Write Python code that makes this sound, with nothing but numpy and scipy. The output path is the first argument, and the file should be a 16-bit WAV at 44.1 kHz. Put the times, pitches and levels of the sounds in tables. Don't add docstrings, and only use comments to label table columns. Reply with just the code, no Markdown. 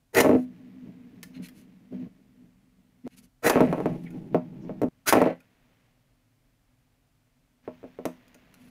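import sys
import numpy as np
from scipy import signal
from scipy.io import wavfile
from scipy.ndimage import uniform_filter1d

SR = 44100
rng = np.random.default_rng(int(sys.argv[2]) if len(sys.argv) > 2 else 0)


def log_audio(samples):
    frames = np.atleast_2d(samples).T
    limited = np.clip(frames, -1, 1)
    pcm = np.round(limited * 32767).astype(np.int16)
    wavfile.write(sys.argv[1], SR, pcm)


N = 383669

# time in seconds, level in dB.
SNAP_EVENTS = [(0.1484, -15), (0.168, -19.5), (0.206, -5.5), (0.207, -8.5), (1.2302, -28.5), (1.2352, -38),
               (1.486, -35.5), (3.497, -6.5), (5.078, -18.5), (5.089, -12), (5.1267, -9.5), (5.128, -13),
               (8.055, -28)]
# start, full speed, release and stop in seconds, rasp, shell drone, table shake and whirr in dB,
# whine at the release in Hz, whine in dB.
LAUNCH_EVENTS = [(0.128, 0.184, 0.19, 0.45, -25.5, -24, -15.5, -61.5, 2040, -23.5),
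                 (3.419, 3.466, 3.478, 4.3, -28, -26.5, -18.5, -59, 1750, -29),
                 (5.056, 5.087, 5.094, 4.1, -20.5, -32, -31, -67, 1488, -28.5)]
# middle in seconds, length in seconds,
# hiss, shell scrape and table rumble in dB.
SLIDE_EVENTS = [(1.363, 0.077, -72, -56, -62), (1.451, 0.082, -54, -52.5, -48),
                (1.591, 0.15, -63, -69, -52), (3.131, 0.078, -70.5, -66, -69),
                (3.188, 0.058, -54.5, -82, -62), (3.243, 0.066, -64, -81.5, -67),
                (8.65, 0.2, -67.5, -75.5, -57)]
# pitch in Hz, level in dB, seconds to fade by 60 dB before extra damping.
TABLE_MODES = [(120, -24, .3), (171, -7, .26), (193, -15, .2), (251, 4, .22), (320, -4, .14),
               (350, -6, .12), (463, 1, .16), (497, -5, .13), (556, -10, .11), (619, 5, .14),
               (660, -6, .11), (739, -6, .15), (790, -9, .12), (852, -9, .15), (897, -10, .12),
               (982, -6, .12), (1080, -9, .11), (1190, -12, .1), (1330, -10, .12)]
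# frequency in Hz, level in dB.
THUD_COLOUR = [(30, -38), (70, -15.5), (160, -6.5), (400, 5), (950, -3.5), (1400, -11.5), (2400, -18),
               (3600, -34), (6000, -48), (15000, -60.5)]
# frequency in Hz, level in dB.
PLASTIC_COLOUR = [(200, -18), (1200, 1.5), (2400, 3.5), (3500, 0), (4500, -0.5), (6800, -0.5), (8000, -4.5),
                  (9500, -0.5), (12000, -1), (15500, -5.5)]
# pitch in Hz, level in dB, seconds to fade by 60 dB.
SHELL_MODES = [(1400, -5.5, 0.046), (1756, 1, .08), (1910, -1.5, 0.077), (2043, -4.5, 0.056),
               (2330, -7.5, .06), (4190, -4.5, 0.04), (6360, -10, 0.045)]
# frequency in Hz, level in dB.
SCRATCH_COLOUR = [(100, 8), (600, 5.5), (1300, 0), (2100, 3.5), (2900, -1), (4000, -8), (6800, -16),
                  (8200, -31), (15000, -16)]
# frequency in Hz, level in dB.
SLIDE_COLOUR = [(500, -23.5), (2000, 0), (4000, -0.5), (6500, 0.5), (8200, -3.5), (10000, 2.5),
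                (12500, -1.5), (15500, -7.5)]
# frequency in Hz, level in dB.
AIR_COLOUR = [(15, -34.5), (25, -5), (48, -1.5), (69, -19.5), (118, -2.5), (181, -14.5), (213, -23),
              (250, -6.5), (363, -27.5), (655, -23), (903, -28), (5570, -35.5), (15000, -38.5)]
# frequency in Hz, seconds to fade by 60 dB.
ROOM_FADE = [(100, .26), (300, .17), (800, .17), (2000, .26), (5000, .25), (14000, .25)]
BREAK_TIMES = [3.077, 4.886]
# start in seconds, length in seconds, middle pitch in Hz, level in dB.
SQUEAK_EVENTS = [(4.05, 0.043, 2190, -47.5), (4.595, 0.074, 5600, -70)]
# pitch in Hz, level in dB, seconds to fade by 60 dB.
TOY_MODES = [(1430, -3, 0.092), (1810, -8, 0.041), (2400, -0.5, .07), (2530, 0, 0.086)]
# frequency in Hz, level in dB.
UPRIGHT_FORCE = [(25, -9), (80, 3.5), (130, 3), (185, 11), (218, 2), (250, 0.5), (295, -6.5), (470, -17.5),
                 (630, -22.5), (1000, -26.5), (3000, -47.5)]
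# frequency in Hz, level in dB.
TILTED_FORCE = [(25, 29), (80, -11), (145, 13.5), (200, 9.5), (260, -4.5), (380, -1.5), (500, -17),
                (700, -17), (3000, -34.5)]
# time in seconds, level in dB, hardness in dB, plastic tick in dB against the level.
BOUNCE_EVENTS = [(0.203, -6.5, -2, -4), (0.247, -9.5, -1, -21), (0.2615, -8.5, -7.5, -30),
                 (0.294, -8.5, -10.5, -23), (0.314, -13, -10, -33), (0.333, -13.5, -18, -31),
                 (0.352, -12, -22.5, -41), (1.925, -34.5, -32, -31), (3.068, -31, -15.5, -20),
                 (3.475, -12, 2.5, -3), (3.4995, -6.5, 10, -8), (3.558, -7.5, -1, -35),
                 (3.5755, -9.5, 4, -35), (3.6065, -5, -4, -22.5), (3.63, -13.5, -13, -28),
                 (3.728, -13, -0.5, -20.5), (3.7815, -22, -5, -27), (3.8035, -18.5, -6, -23),
                 (3.8585, -13, -3.5, -24), (4.3465, -10, -6.5, -26.5), (4.695, -26.5, -8, -43),
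                 (4.8175, -15.5, -10, -16.5), (4.834, -14.5, -16.5, -24.5), (5.126, -1.5, 13.5, -33),
                 (5.154, -7, -1.5, -22), (5.1735, -11.5, -4, -35), (5.217, -5.5, -2.5, -19),
                 (5.263, -12.5, -8.5, -26)]
# time in seconds, level in dB, hardness in dB,
# plastic tick in dB against the level.
KNOCK_EVENTS = [(7.678, -25.5, -5, -43), (7.831, -39, -4, -30), (7.8415, -33, -10.5, -30),
                (7.989, -28, -8.5, -31), (8.0545, -18, -4, -4), (8.352, -52, -12, -24.5)]
# time in seconds, level in dB, share of ringing in dB.
TICK_EVENTS = [(4.04, -45, -11), (4.106, -44.5, 3), (4.166, -55.5, -10), (5.404, -45.5, 5.5),
               (8.281, -48, -12), (8.345, -39.5, -3), (8.5415, -38, -10.5)]
# start, start of calming, end of calming and end
# in seconds, rumble in dB, scratch in dB, dB lost in calming, tilt from 0 to 1.
SPIN_EVENTS = [(0.3, 1.295, 2.7, 3.08, -49, -67, 16, 0), (3.56, 3.7, 3.8, 4.886, -25.5, -56.5, 15, 0.83),
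               (5.302, 5.749, 6.2, 7.62, -71, -70, 14.5, 0.15)]
# middle in seconds, length in seconds, level in dB.
SWERVE_EVENTS = [(0.872, 0.15, -42.5), (1.402, 0.12, -35.5), (1.653, 0.23, -54.5), (1.944, 0.092, -34.5),
                 (2.022, 0.19, -35.5), (2.429, .18, -52), (2.785, 0.061, -60), (3.064, .06, -34.5),
                 (3.89, 0.36, -30), (4.047, 0.033, -33), (4.164, 0.12, -35), (4.359, 0.12, -29.5),
                 (4.687, 0.2, -37)]
# start and end in seconds, table and plastic in dB.
LANDING_EVENTS = [(0.205, 0.357, -26.5, -39), (3.51, 3.94, -28, -34.5), (5.128, 5.295, -21.5, -31.5)]
# start and end in seconds,
# rumble and scratch in dB.
BACKGROUND_STRETCHES = [(3.128, 3.28, -60, -73), (4.902, 5.05, -70, -76.5), (7.636, 8.702, -64, -64)]
# frequency in Hz, level in dB.
HOLLOW_COLOUR = [(300, -22.5), (900, -5.5), (1400, -0.5), (2000, 1), (2700, -1.5), (3300, -16),
                 (4200, -18.5), (8000, -36)]

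TIME = np.arange(N) / SR
RING = TIME[:SR // 3]
COAST_S, WHIRR_FADE_DB_PER_S, WHINE_RISE_HZ_PER_S = .03, 26.5, 6000
CHATTER_FADE_DB_PER_S, RATTLE_FADE_DB_PER_S = 44.5, 76.5
SCRATCH_FOLLOWS = 0.68
EDGE_HZ = 15650


def amp(db):
    return 10 ** (np.asarray(db) / 20)


def evened(x):
    return x / np.sqrt(np.mean(x ** 2) + 1e-20)


def unit(x):
    return x / np.linalg.norm(x)


def steadied(x, size):
    return x / np.sqrt(abs(uniform_filter1d(x ** 2, size)) + 1e-12)


def read(points, hz):
    f, value = np.transpose(points)
    return np.interp(np.log(hz + 1), np.log(f), value)


def add(mix, s, sound):
    part = mix[round(s * SR):][:len(sound)]
    part += sound[:len(part)]


def gate(start, end, edge_s=0.025):
    return np.clip(np.minimum(TIME - start, end - TIME) / edge_s + .5, 0, 1)


def swell(s, length):
    return np.cos(np.pi * np.clip((TIME - s) / length, -.5, .5)) ** 2


def smooth_noise(count, size):
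    return evened(uniform_filter1d(rng.standard_normal(count), size))


def tone(pitch):
    return np.sin(2 * np.pi * np.cumsum(pitch) / SR)


def convolve(x, response):
    return signal.oaconvolve(x, response)[:len(x)]


def colour(x, points, size=4096):
    log_gain = np.log(amp(read(points, abs(np.fft.fftfreq(size, 1 / SR)))))
    minimum_phase = np.exp(np.conj(signal.hilbert(log_gain)))
    return convolve(x, np.fft.ifft(minimum_phase).real[:size // 2])


def grains(per_s, spread_db):
    sign, size, chance = rng.standard_normal(N), rng.exponential(1, N), rng.random(N)
    out, hit = np.zeros(N), chance < per_s / SR
    out[hit] = sign[hit] * amp(spread_db * np.minimum(size[hit], 4))
    return out


def ringing(modes, weights_db):
    out = np.zeros(len(RING))
    for k, (hz, db, t60) in enumerate(modes):
        decay = amp(db + weights_db[k] - 60 * RING / t60)
        out += (-1) ** k * decay * np.cos(2 * np.pi * hz * RING)
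    return out


def early(x, echo_db=-5, count=7):
    taps = np.zeros(SR // 125)
    taps[rng.integers(20, len(taps), count)] = rng.uniform(-1, 1, count)
    echoed = x + amp(echo_db) * convolve(x, unit(taps))
    return echoed / np.hypot(1, amp(echo_db))


def tail(t60s):
    hz, t, z = signal.stft(rng.standard_normal(len(RING)), SR, nperseg=256)
    fade = amp(-60 * t / read(t60s, hz)[:, None])
    return unit(signal.istft(z * fade, SR)[1][:len(RING)])


def table(spot_db=2, modes_db=2.5, dense_db=-1, dense_t60=.08):
    modes = ringing(TABLE_MODES, spot_db * rng.standard_normal(len(TABLE_MODES)))
    band = signal.butter(3, [90, 1400], "band", fs=SR, output="sos")
    modes = signal.sosfilt(band, modes)
    dense = colour(rng.standard_normal(len(RING)) * amp(-60 * RING / dense_t60), THUD_COLOUR)
    spread = np.minimum(RING / .005, 1)
    thud = unit(colour(1. * (RING == 0), THUD_COLOUR))
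    return thud + amp(modes_db) * unit(spread * modes) + amp(dense_db) * unit(spread * dense)


def click(modes, ring_db, t60, modes_db, spot_db=0.5):
    ring = unit(rng.standard_normal(len(RING)) * amp(-60 * RING / t60))
    crack = unit(colour((RING == 0) + amp(ring_db) * ring, PLASTIC_COLOUR))
    part = unit(ringing(modes, spot_db * rng.standard_normal(len(modes))))
    sound = crack + amp(modes_db) * part
    return sound / abs(sound).max()


def air_noise():
    return amp(-68) * evened(colour(rng.standard_normal(N), AIR_COLOUR))


def shell(force, weights_db, dense_db):
    clear = evened(convolve(force, ringing(SHELL_MODES, weights_db)))
    blurred = evened(early(colour(force, HOLLOW_COLOUR), echo_db=-7))
    return steadied(clear + amp(dense_db) * blurred, size=900)


def whine(hz, s, jitter=.2, size=20):
    climb = hz + WHINE_RISE_HZ_PER_S * (TIME - s)
    return np.sqrt(2) * tone(climb * (1 + jitter * smooth_noise(N, size)))


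def launcher():
    teeth = grains(per_s=2200, spread_db=2.0)
    rasp = steadied(early(colour(teeth, PLASTIC_COLOUR), echo_db=-0.5), size=900)
    drone = shell(teeth, np.array([-1, -3, -0.5, 1, -0.5, -11.5, -12]), dense_db=2.5)
    shake = steadied(convolve(teeth, table(spot_db=2.3, dense_db=0.5)), size=900)
    whirr = evened(early(colour(grains(per_s=2200, spread_db=2.5), SLIDE_COLOUR), echo_db=-2))
    out = np.zeros(N)
    for start, full, release, stop, rasp_db, drone_db, shake_db, whirr_db, whine_hz, whine_db in LAUNCH_EVENTS:
        speed = np.interp(TIME, [start, full, release, release + COAST_S], [0, 1, 1, 0])
        out += speed ** 2 * (amp(rasp_db) * rasp + amp(drone_db) * drone + amp(shake_db) * shake)
        whining = gate(full - COAST_S, release + COAST_S) * amp(whine_db)
        out += speed * whining * whine(whine_hz, release)
        fading_db = whirr_db - WHIRR_FADE_DB_PER_S * np.maximum(TIME - release, 0)
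        out += whirr * gate(release, stop) * amp(fading_db)
    return out


def snaps():
    out = np.zeros(N)
    for s, db in SNAP_EVENTS:
        add(out, s, amp(db) * click(SHELL_MODES, ring_db=7.5, t60=0.025, modes_db=-8))
    return out


def blows(rows, low_db, body_db, mid_db, damping_db_per_s, body_follows=.35, mid_follows=0.94):
    out = np.zeros(N)
    for s, db, hard_db, tick_db in rows:
        knock = table(spot_db=1.7, modes_db=2.5, dense_db=-3.5, dense_t60=.08)
        knock = knock * amp(-damping_db_per_s * RING)
        body, mid = body_db + body_follows * hard_db, mid_db + mid_follows * hard_db
        knock = colour(knock, [(150, low_db), (280, 0), (560, body), (900, mid), (1900, hard_db)])
        add(out, s - .0005, -amp(db) * knock / abs(knock).max())
        add(out, s, amp(db + tick_db) * click(TOY_MODES, ring_db=7, t60=0.027, modes_db=-11.5))
    return out


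def chatter(stop_s=0.056):
    hops = grains(per_s=400, spread_db=3.0)
    pushes = colour(hops, [(250, -2.5), (560, 5), (900, 0.5), (1900, -4)])
    boom = steadied(convolve(pushes, table(spot_db=1.8)), size=2000)
    rattle = shell(hops, np.array([1, -2.5, -1, 0.5, 0.5, -12.5, -17]), dense_db=6.5)
    out = np.zeros(N)
    for start, end, table_db, plastic_db in LANDING_EVENTS:
        age = np.maximum(TIME - start, 0)
        sound = amp(table_db - CHATTER_FADE_DB_PER_S * age) * boom
        sound += amp(plastic_db - RATTLE_FADE_DB_PER_S * age) * rattle
        out += sound * np.interp(TIME, [start, end, end + stop_s], [1, 1, 0], left=0)
    return out


def rumble(force):
    bumps = colour(grains(per_s=1000, spread_db=1.0), force)
    return steadied(convolve(bumps, table(spot_db=-2.75, modes_db=5.0, dense_db=-9.0)), size=3000)


def scratch():
    return evened(colour(grains(per_s=6500, spread_db=-2.0), SCRATCH_COLOUR))


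def hum(hz=251, waver_hz=8, flutter=.5, size=3000):
    pitch, strength = smooth_noise(N, size), smooth_noise(N, size)
    return evened((1 + flutter * strength) * tone(hz + waver_hz * pitch))


def rolling(hum_db=-7, hum_follows=.9, swerve_scratch_db=-27):
    upright, tilted, grit, line = rumble(UPRIGHT_FORCE), rumble(TILTED_FORCE), scratch(), hum()
    swerve = sum(amp(db) * swell(s, length) for s, length, db in SWERVE_EVENTS)
    out = np.zeros(N)
    for start, calming, calm, end, rumble_db, scratch_db, lost_db, tilt in SPIN_EVENTS:
        drop_db = np.interp(TIME, [calming, calm], [0, lost_db])
        force = amp(rumble_db - drop_db)
        body = np.hypot(force, swerve) * ((1 - tilt) * upright + tilt * tilted)
        body += (1 - tilt) * force * amp(hum_db - hum_follows * drop_db) * line
        friction = amp(scratch_db - SCRATCH_FOLLOWS * drop_db)
        contact = np.hypot(friction, amp(swerve_scratch_db) * swerve) * grit
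        out += gate(start, end) * (body + contact)
    return out


def hiss():
    return evened(early(colour(grains(per_s=1400, spread_db=0.5), SLIDE_COLOUR), echo_db=-1.5))


def sliding():
    rubbing = colour(grains(per_s=3000, spread_db=1.0), [(1400, -6), (4000, 12)])
    scrape = shell(rubbing, np.array([-4, -4, 0, 0, 0, -3, -8]), dense_db=6)
    rub, low, grit = hiss(), rumble(UPRIGHT_FORCE), scratch()
    out = np.zeros(N)
    for s, length, hiss_db, scrape_db, rumble_db in SLIDE_EVENTS:
        sound = amp(hiss_db) * rub + amp(scrape_db) * scrape + amp(rumble_db) * low
        out += swell(s, length) * sound
    for start, end, rumble_db, scratch_db in BACKGROUND_STRETCHES:
        out += gate(start, end) * (amp(rumble_db) * low + amp(scratch_db) * grit)
    return out


def broken_off(x, hush_s):
    for s in BREAK_TIMES:
        creep = np.clip((TIME - s) / hush_s, 0, 1) ** 4
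        x = x * np.where(TIME < s, 1, creep)
    return x


def ticks():
    out = np.zeros(N)
    for s, db, modes_db in TICK_EVENTS:
        add(out, s, amp(db) * click(TOY_MODES, ring_db=7, t60=0.015, modes_db=modes_db))
    return out


def squeaks(wobble=0.165, size=24):
    out = np.zeros(N)
    for s, length, hz, db in SQUEAK_EVENTS:
        count = round(length * SR)
        pitch = hz * (1 + wobble * smooth_noise(len(RING), size)[:count])
        add(out, s, amp(db) * signal.windows.hann(count) * tone(pitch))
    return out


def scene(room_db=-10, plastic_room_db=-10):
    thuds = blows(BOUNCE_EVENTS, low_db=0.5, body_db=2, mid_db=1, damping_db_per_s=10)
    thuds += blows(KNOCK_EVENTS, low_db=1.5, body_db=4, mid_db=0.5, damping_db_per_s=20)
    thuds += chatter()
    plastic = early(snaps() + ticks() + squeaks()) + launcher()
    room = tail(ROOM_FADE)
    thuds = broken_off(thuds + amp(room_db) * convolve(thuds, room), hush_s=0.203)
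    plastic = plastic + amp(plastic_room_db) * convolve(plastic, room)
    return (thuds + plastic + rolling() + sliding() + air_noise())[None]


def record(dry):
    rounded = np.tanh(dry)
    low_pass = signal.firwin(511, EDGE_HZ, window=("kaiser", 9), fs=SR)
    return signal.oaconvolve(rounded, low_pass[None], "same")


dry = scene()
out = record(dry)
log_audio(out)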